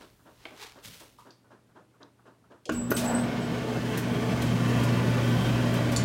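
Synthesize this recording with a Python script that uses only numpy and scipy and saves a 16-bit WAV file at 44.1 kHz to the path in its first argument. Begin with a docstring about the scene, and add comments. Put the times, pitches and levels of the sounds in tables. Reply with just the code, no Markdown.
"""An electric clothes dryer with its back panel off starts in a small tiled room.
First its timer ticks four times a second in muffled noise thumps; a sleeve and a sole rub past in grainy noise.
The switch clicks, the motor kicks its mount into ringing and hums, the belt squeals in rough gliding tones, and
the starting switch springs open. Drum and blower, noise shaped by cabinet resonances, settle into a humming
rush that grows as the microphone nears the open back."""
import sys
import numpy as np
from scipy import signal
from scipy.fft import rfft, irfft, next_fast_len
from scipy.io import wavfile
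from scipy.ndimage import uniform_filter1d, map_coordinates

SR = 44100
rng = np.random.default_rng(int(sys.argv[2]) if len(sys.argv) > 2 else 0)


def transcribe(signal):
    """Save signal, clipped to [-1, 1], as a 16-bit WAV file at the path in sys.argv[1]."""
    frames = np.atleast_2d(signal).T
    limited = np.clip(frames, -1, 1)
    pcm = np.round(limited * 32767).astype(np.int16)
    wavfile.write(sys.argv[1], SR, pcm)


N = 266672
TIME = np.arange(N) / SR

HUM_HZ, SHAFT_HZ = 120, 29.2
POWER_S, POWER_RISE_S = 2.692, 0.033
LOAD_PEAK_S, LOAD_RISE_DB_PER_S, LOAD_FALL_DB_PER_S = 3.126, 40, 34  # hardest pull: drum taking up speed
SETTLE_S = 3.96

# Motor and blower tones: shaft_multiple, level_db at the open back
WHINE_TONES = [(20, -47.5), (23, -50), (30, -50), (40, -49), (52, -59), (60, -55.5)]


def motor(whine_follow=0.47, panel_db=-39, groan_db=-33):
    """Mains hum, a groan under load, shaft-locked wavering tones, and a panel that sings as the drum settles."""
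    shaft_turns = np.cumsum(SHAFT_HZ * (1 + 0.003 * wobble(4))) / SR
    whine = np.zeros(N)
    for multiple, level_db in WHINE_TONES:
        phase = 2 * np.pi * np.round(multiple) * shaft_turns + 0.58 * wobble(30)
        whine += amp(level_db + 3.2 * wobble(6)) * np.sin(phase)
    whine *= amp(whine_follow * nearness()) * run_up(0.6) ** 2

    panel_level = amp(panel_db + 2.8 * wobble(13)) * swell(SETTLE_S, 14, 16) * run_up(0.9) ** 2
    panel = panel_level * np.sin(2 * np.pi * 436 * TIME + 1.45 * wobble(24))

    load = swell(LOAD_PEAK_S, LOAD_RISE_DB_PER_S, LOAD_FALL_DB_PER_S)
    groan = amp(groan_db) * load * noise([(150, -32), (215, 7), (260, 1), (330, -7), (500, -46)])
    return mains_hum() + np.sqrt(2) * (whine + panel) + groan


def mains_hum(octave_db=-33.5, octave_follow=0.39, inrush_db=-27, inrush_t60_s=0.58, loaded_db=-29):
    """Iron hums at twice the mains rate; starting current and load strengthen the octave above."""
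    near_db = nearness()
    phase = 2 * np.pi * HUM_HZ * TIME
    first = amp(-25.5 + near_db + 0.5 * wobble(12)) * run_up(0.19)
    inrush = amp(inrush_db) * fade(TIME - POWER_S, inrush_t60_s, 0.0069)
    loaded = amp(loaded_db) * swell(LOAD_PEAK_S + 0.062, 38, 40)
    second = np.hypot(amp(octave_db + octave_follow * near_db), inrush + loaded) * amp(1.66 * wobble(18))
    # the octave's phase wavers most at the start
    waver = (0.13 + 0.5 * (1 - run_up(0.8))) * wobble(12)
    return np.sqrt(2) * (first * np.sin(phase + 0.034 * wobble(24)) + second * np.sin(2 * phase + waver))


SPIN_UP_S, HISS_LAG_S = 0.35, 0.95  # to full speed; to full vent flow

# Drum rumble spectrum: freq_hz, relative_db
DRUM = [(25, -35), (45, -28), (60, -15.5), (98, -10.5), (150, -1), (180, 3), (212, -4.5), (255, -3.5),
        (300, -4.5), (400, -11), (520, -20.5), (900, -57)]
# Duct rush spectrum: freq_hz, relative_db
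DUCT = [(200, -36), (380, -8.5), (490, 2.5), (700, -6.5), (1000, -6), (1300, -10), (2500, -44)]
# Airflow spectrum: freq_hz, relative_db
AIR = [(700, -13), (1200, -1), (1600, 2.5), (2000, 2), (2600, -1), (3300, -5), (3800, -6.5), (6000, -12.5),
       (9000, -22), (16000, -56)]
# Vent hiss spectrum: freq_hz, relative_db
HISS = [(2500, -18), (4500, 7.5), (7000, 7.5), (10000, 3.5), (16000, -4)]
# Cabinet and duct resonances: centre_hz, width_hz, lift_db
CABINET = [(412, 20, 5), (503, 62, -1), (682, 123, 5.5), (865, 25, 2), (1140, 37, 2.5), (1359, 114, -4),
           (1416, 44, 8), (1530, 56, 4.5), (2050, 43, -6), (2660, 51, 6), (2750, 200, -2), (3000, 270, 2)]


def drum_and_blower(tumble_db=0.46, flutter_db=1.0):
    """The drum rumbles on rollers, air rushes through resonant ducts and hisses out; each follows nearness."""
    near_db, speed = nearness(), run_up(SPIN_UP_S)

    def level(db, follow, at_rest):
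        return amp(db + follow * near_db) * (at_rest + (1 - at_rest) * speed ** 4)

    drum = level(-29, follow=0.3, at_rest=0.51) * amp(tumble_db * wobble(21)) * noise(DRUM, CABINET)
    duct = level(-36, follow=0.21, at_rest=0.39) * amp(flutter_db * wobble(30))
    duct = duct * drifting(noise(DUCT, CABINET), depth_db=2.0)
    air = level(-37.5, follow=0.35, at_rest=0.25) * amp(flutter_db * wobble(60))
    air = air * drifting(noise(AIR, CABINET), depth_db=1.9)
    hiss = amp(-52 + 0.32 * near_db + 0.68 * wobble(8)) * run_up(HISS_LAG_S) ** 2 * noise(HISS)

    # throb and whirr carry through the open back, so they follow nearness most
    throb_level = amp(-42.5 + 0.71 * near_db + 1.4 * wobble(10))
    throb = throb_level * noise([(28, -20), (46, 9), (85, 10), (130, -31)])
    whirr_level = amp(-48.5 + 0.7 * near_db + 3.2 * wobble(16)) * run_up(0.8) ** 2
    whirr = whirr_level * noise([(2800, -32), (3200, -3), (3600, -31.5)])
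    return drum + duct + air + hiss + throb + whirr + drum_strain()


# Drum dragged into motion, spectrum: freq_hz, relative_db
DRAG = [(150, -25), (350, -14), (500, 2.5), (700, -1.5), (900, -1), (1150, -8), (1700, -10), (3000, -35)]
# Soft drum bumps: start_s, level_db (before a common +3 dB)
BUMPS = [(2.72, -37), (3.05, -35), (4.41, -33), (5.43, -31)]
# Bump spectrum: freq_hz, relative_db
BUMP = [(28, -25), (48, -7), (85, -3), (130, -21), (300, -53)]


def drum_strain(drag_db=-31.0, bump_t60_s=0.42, bump_attack_s=0.033):
    """The drum roars briefly as the belt drags it into motion, and bumps softly on its rollers."""
    drag = amp(drag_db) * swell(3.115, 85, 56) * noise(DRAG, CABINET)
    bumps = sum(amp(db) * fade(TIME - s, bump_t60_s, bump_attack_s) for s, db in BUMPS)
    return drag + amp(3) * bumps * noise(BUMP)


# Belt squeals: start_s, length_s, pitch_hz, glide_hz, level_db
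SQUEALS = [(2.738, 0.125, 7850, -63, -40.5), (2.846, 0.062, 7770, 10, -52), (2.94, 0.06, 8080, 94, -39),
           (3.05, .085, 7810, 110, -37), (3.139, 0.04, 8060, 22, -34), (3.198, 0.075, 8130, -90, -51.5),
           (3.403, 0.072, 7900, -3.5, -54)]
# Dry scrapes of belt and drum: start_s, level_db, t60_s
SCRAPES = [(2.718, -44.5, 0.28), (2.963, -30.5, 0.36), (3.04, -43, 0.14), (3.973, -37, 0.17),
           (4.418, -36, 0.15), (4.678, -44.5, 0.25), (4.832, -38, 0.15), (5.739, -38.5, 0.078),
           (5.917, -37, 0.17)]
# Scrape spectrum: freq_hz, relative_db
SCRAPE = [(800, -24), (2500, 6.5), (6000, 4.5), (10000, 0.5), (16000, -4)]


def belt(rough=0.97):
    """The belt slips on the pulley in thin, phase-roughened squeals and dry noise scrapes."""
    squeal = np.zeros(N)
    for start_s, length_s, pitch_hz, glide_hz, level_db in SQUEALS:
        progress = np.clip((TIME - start_s) / length_s, 0, 1)
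        grip = np.sin(np.pi * progress ** 0.53) ** 2
        phase = 2 * np.pi * np.cumsum(pitch_hz + glide_hz * progress) / SR
        squeal += amp(level_db) * np.sqrt(grip) * np.sin(phase + rough * wobble(500))
    squeal *= amp(2.4 * wobble(160))
    scrape_level = sum(amp(db) * fade(TIME - s, t60_s, 0.0023) for s, db, t60_s in SCRAPES)
    scrape = noise(SCRAPE) * amp(0.5 * wobble(500)) * scrape_level
    return room(squeal, wet_db=-3.0) + scrape


# Motor blows on its mount: start_s, level_db
CLUNKS = [(2.6925, -24.5), (2.6962, -23), (2.9155, -19.5), (2.9205, -21)]
# Mount modes: freq_hz, relative_db, t60_s
MOUNT = [(313, -7, 0.16), (464, -4.5, 0.059), (580, -18, 0.058), (1128, -3, 0.032), (1480, 1, 0.029),
         (2890, -17, 0.021)]
# Mount clatter spectrum: freq_hz, relative_db
CRASH = [(150, -12.5), (400, 13), (800, -9), (1500, 3), (2100, -15), (2900, -14.5), (4300, -22),
         (6500, -16.5), (10000, -33), (16000, -41)]


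def motor_kick():
    """The motor's torque knocks its mount, which rings and clatters in the room."""
    return room(struck(CLUNKS, MOUNT, CRASH, clatter_db=2.5, clatter_t60_s=0.022), wet_db=-7.5)


# Starting-switch hits: start_s, level_db
SPRING_HITS = [(2.9048, -29), (2.908, -31.5)]
# Spring modes: freq_hz, relative_db, t60_s
SPRING = [(6200, -13, 0.087), (11380, -4, 0.053), (11670, -6, .06), (12800, -14, .05), (13800, -4, 0.04),
          (14200, -3, 0.018)]
# Snap spectrum: freq_hz, relative_db
SNAP = [(2000, -6), (4500, -11), (9000, -9), (11500, -7), (14000, 2), (16000, -9)]


def starting_switch():
    """The starting switch springs open: high spring modes ring over a short snap."""
    return room(struck(SPRING_HITS, SPRING, SNAP, clatter_db=-1.5, clatter_t60_s=0.023), wet_db=-1.0)


def struck(blows, modes, clatter, clatter_db, clatter_t60_s):
    """Each blow rings the strong modes at slightly new strengths and pitches, over a short dense clatter."""
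    out, t = np.zeros(N), np.arange(SR // 4) / SR
    for start_s, level_db in blows:
        ring = np.zeros(len(t))
        for freq_hz, mode_db, t60_s in modes:
            tone = np.sin(2 * np.pi * freq_hz * rng.normal(1, 0.0049) * t)
            ring += amp(mode_db + rng.normal(0, 1)) * tone * fade(t, t60_s, 0.001)
        add(out, start_s, amp(level_db) * ring)
    clatter_level = sum(amp(db) * fade(TIME - s, clatter_t60_s, 0.0005) for s, db in blows)
    return out + amp(clatter_db) * noise(clatter) * clatter_level


# Small clicks, knocks, rattles: start_s, level_db, centre_hz, width_octaves, t60_s, room_db
CLICKS = [(.454, -31.5, 1440, 1, 0.027, -5), (.455, -33.5, 474, 0.82, 0.03, -3),
          (0.618, -38, 3980, 0.82, .008, -10), (1.187, -48.5, 1030, 0.27, 0.095, -3),
          (1.306, -49.5, 4370, 0.55, 0.027, -2.5), (2.03, -47, 4340, 0.44, 0.018, -13),
          (2.655, -40, 4300, 0.83, 0.041, -3.5), (2.661, -42, 474, 0.43, 0.54, -2),
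          (2.695, -44.5, 2560, 0.2, 0.28, -7), (2.9, -24.5, 275, 0.38, 0.22, -10),
          (3.974, -38, 12500, 0.77, .12, -8), (5.739, -41.5, 12500, .5, .06, -6),
          (5.962, -27, 5800, 0.75, 0.076, -3), (5.967, -30, 7080, .02, 0.091, -10)]


def clicks():
    """Light contacts: brief noise bursts, each around its own pitch with its own share of room."""
    out, t = np.zeros(N), np.arange(SR // 2) / SR
    for start_s, level_db, centre_hz, width_octaves, t60_s, room_db in CLICKS:
        def band(hz):
            octaves_off = np.abs(np.log2((hz + 1) / centre_hz))
            return 1 / (1 + (octaves_off / width_octaves) ** 4.2)

        burst = unit(filtered(rng.standard_normal(len(t)), band))
        add(out, start_s, room(amp(level_db) * burst * fade(t, t60_s, 0.00023), room_db))
    return out


FIRST_TICK_S, TICK_PERIOD_S, COCK_LEAD_S = 0.0018, 0.2498, 0.0606
TICK_DB, COCK_DB, CATCH_DB = -52, -61.5, -62
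# Tick spectrum: freq_hz, relative_db
TICK = [(88, -61), (150, -10.5), (273, -1), (441, -2.5), (524, -7), (611, -1.5), (804, -12.5), (906, -6),
        (1650, -12), (2250, -29), (2810, -27), (5290, -34), (9000, -41), (11700, -81), (19800, -120)]


def timer(rise_s=0.033, t60_s=0.21, catch_s=0.0185, count=11):
    """Evenly spaced muffled ticks: a faint cocking sound, a swelling thump, a brighter tooth catch inside it."""
    ticks_s = FIRST_TICK_S + TICK_PERIOD_S * np.arange(count)
    beat = sum(fade(TIME - s, t60_s, rise_s) for s in ticks_s) / fade(TIME, t60_s, rise_s).max()
    cock = sum(fade(TIME - s + COCK_LEAD_S, 0.21, 0.0022) for s in ticks_s)
    catch = sum(amp(rng.normal(0, 1)) * fade(TIME - s - catch_s, 0.052, 0.001) for s in ticks_s)
    pawl = noise([(500, -11), (1500, -7), (2500, -42), (9000, -38)])
    tooth = noise([(900, -20), (1600, -4), (3200, 4), (4200, -13), (7000, -20), (10000, -35)])
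    return amp(TICK_DB) * beat * noise(TICK) + amp(COCK_DB) * cock * pawl + amp(CATCH_DB) * catch * tooth


# Sleeve brushes, and a grainy tail after the knock at 0.454 s: peak_s, level_db, rise_db_per_s, fall_db_per_s
BRUSHES = [(.015, -55.5, 300, 130), (.46, -58, 84, 90), (.634, -42.5, 201, 175), (.765, -60.5, 900, 110)]
# Sleeve cloth spectrum: freq_hz, relative_db
CLOTH = [(180, -45), (300, -15), (433, -2.5), (593, -21), (828, -5.5), (1320, -9.5), (3890, -9.5),
         (16000, -28.5)]
# Sole slides on tiles: peak_s, level_db, rise_db_per_s, fall_db_per_s
SLIDES = [(.845, -44.5, 1100, 105), (.94, -50.5, 1000, 200), (1.006, -53, 200, 117),
          (1.194, -61.5, 600, 92)]
# Sole spectrum: freq_hz, relative_db
SOLE = [(240, -40), (400, -13), (460, 0), (676, -14), (879, -10), (3310, -3.5), (16000, -15)]


def rustle():
    """A sleeve brushes past; a foot lands softly and slides on the tiles; a moving hand rumbles faintly."""
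    step = noise([(30, -23), (90, -11), (170, -2), (300, -21), (900, -57)]) * fade(TIME - 0.845, 0.37, 0.0078)
    handling = noise([(20, -22), (45, 0), (90, -3), (200, -28)]) * np.interp(TIME, [1.05, 1.3], [1, 0])
    sleeve = rubbing(BRUSHES, CLOTH, grain_db=2.5)
    sole = rubbing(SLIDES, SOLE, grain_db=2.0)
    return sleeve + sole + amp(-44) * step + amp(-67) * handling


def rubbing(strokes, spectrum, grain_db):
    """Friction in fine uneven grains; each stroke swells and dies away."""
    power = sum((amp(db) * swell(s, rise, fall)) ** 2 for s, db, rise, fall in strokes)
    return np.sqrt(power) * unit(noise(spectrum) * amp(grain_db * wobble(400)))


# Quiet-room spectrum: freq_hz, relative_db
QUIET = [(18, -69), (30, -35), (64, -15), (90, -7.5), (131, -11.5), (179, -7), (273, -8.5), (760, -20),
         (6550, -35), (9220, -34.5), (16000, -44)]


def quiet_room():
    """Low steady room noise with a faint tone at the hum pitch."""
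    return amp(-65.5) * noise(QUIET) + amp(-66) * np.sin(2 * np.pi * HUM_HZ * TIME)


# Tiled-room decay: freq_hz, t60_s
ROOM = [(150, 0.21), (1500, 0.4), (5000, 0.32), (14000, 0.18)]


def room(x, wet_db):
    """Add a short decaying noise tail, as between tiled walls, that dies at its own rate per frequency."""
    hz, t, z = signal.stft(rng.standard_normal(SR // 2), SR, nperseg=256)
    tail = signal.istft(z * np.exp(-np.log(1000) * t / along(ROOM, hz)[:, None]), SR)[1]
    return x + amp(wet_db) * signal.fftconvolve(x, tail / np.linalg.norm(tail))[:len(x)]


CLOSE_DB = -25  # hum level right at the open back
# Microphone approach, as motor hum level: time_s, level_db
NEAR = [(3.3, -39.5), (4.02, -35), (4.76, -26), (5.95, -28.5)]


def nearness():
    """Direct motor sound in dB relative to its level at the open back."""
    time_s, level_db = np.transpose(NEAR)
    return np.interp(TIME, time_s, level_db) - CLOSE_DB


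def drifting(x, depth_db):
    """Narrow bands swell and fade at random, like standing waves shifting past a moving microphone."""
    z = signal.stft(x, nperseg=2048)[2]
    field = uniform_filter1d(rng.standard_normal(z.shape), size=4, axis=0)  # across frequency
    field = uniform_filter1d(field, size=14, axis=1)  # across time
    return unit(signal.istft(z * amp(depth_db * unit(field)))[1][:N])


def run_up(seconds):
    """Ramp from 0 to 1 over so many seconds from power-on."""
    return np.clip((TIME - POWER_S) / seconds, 0, 1)


def swell(peak_s, rise_db_per_s, fall_db_per_s):
    """Gain that climbs to 1 at peak_s, then dies away, linearly in dB."""
    return amp(np.minimum(rise_db_per_s * (TIME - peak_s), fall_db_per_s * (peak_s - TIME)))


def fade(t, t60_s, attack_s):
    """A quick rise at t = 0, then an exponential decay."""
    t = np.maximum(t, 0)
    return (1 - np.exp(-t / attack_s)) * np.exp(-np.log(1000) * t / t60_s)


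def wobble(rate_hz):
    """A smooth random curve with rate_hz knots a second."""
    knots = rng.standard_normal(int(N * rate_hz / SR) + 4)
    return map_coordinates(knots, [TIME * rate_hz])


def noise(spectrum, resonances=()):
    """Noise of rms 1 with a broad spectrum and narrow resonances on it."""
    def gain(hz):
        lift = sum(db * np.exp(-2 * ((hz - centre) / width) ** 2) for centre, width, db in resonances)
        return amp(along(spectrum, hz) + lift)

    return unit(filtered(rng.standard_normal(N), gain))


def filtered(x, gain):
    """Apply a frequency-dependent gain, zero-padded."""
    m = next_fast_len(len(x) + 8192)
    return irfft(rfft(x, m) * gain(np.fft.rfftfreq(m, 1 / SR)), m)[:len(x)]


def along(points, hz):
    """Interpolate (freq_hz, value) points on a log frequency axis."""
    f, v = np.transpose(points)
    return np.interp(np.log(hz + 1), np.log(f + 1), v)


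def add(track, start_s, sound):
    """Mix a short sound into the track at start_s."""
    part = track[round(start_s * SR):][:len(sound)]
    part += sound[:len(part)]


def amp(db):
    """Decibels to gain."""
    return 10 ** (np.asarray(db) / 20)


def unit(x):
    """Scale to rms 1."""
    return x / np.sqrt(np.mean(x ** 2) + 1e-20)


def scene():
    """The running dryer, its start, the small sounds before it, and the quiet room."""
    running = run_up(POWER_RISE_S) * (motor() + drum_and_blower())
    start = belt() + motor_kick() + starting_switch()
    small = clicks() + timer() + rustle()
    return (running + start + small + quiet_room())[None]


TOP_HZ = 15900


def record(dry):
    """Band limit: nothing is kept at or above TOP_HZ."""
    return np.array([filtered(x, lambda hz: hz < TOP_HZ) for x in dry])


dry = scene()
out = record(dry)
transcribe(out)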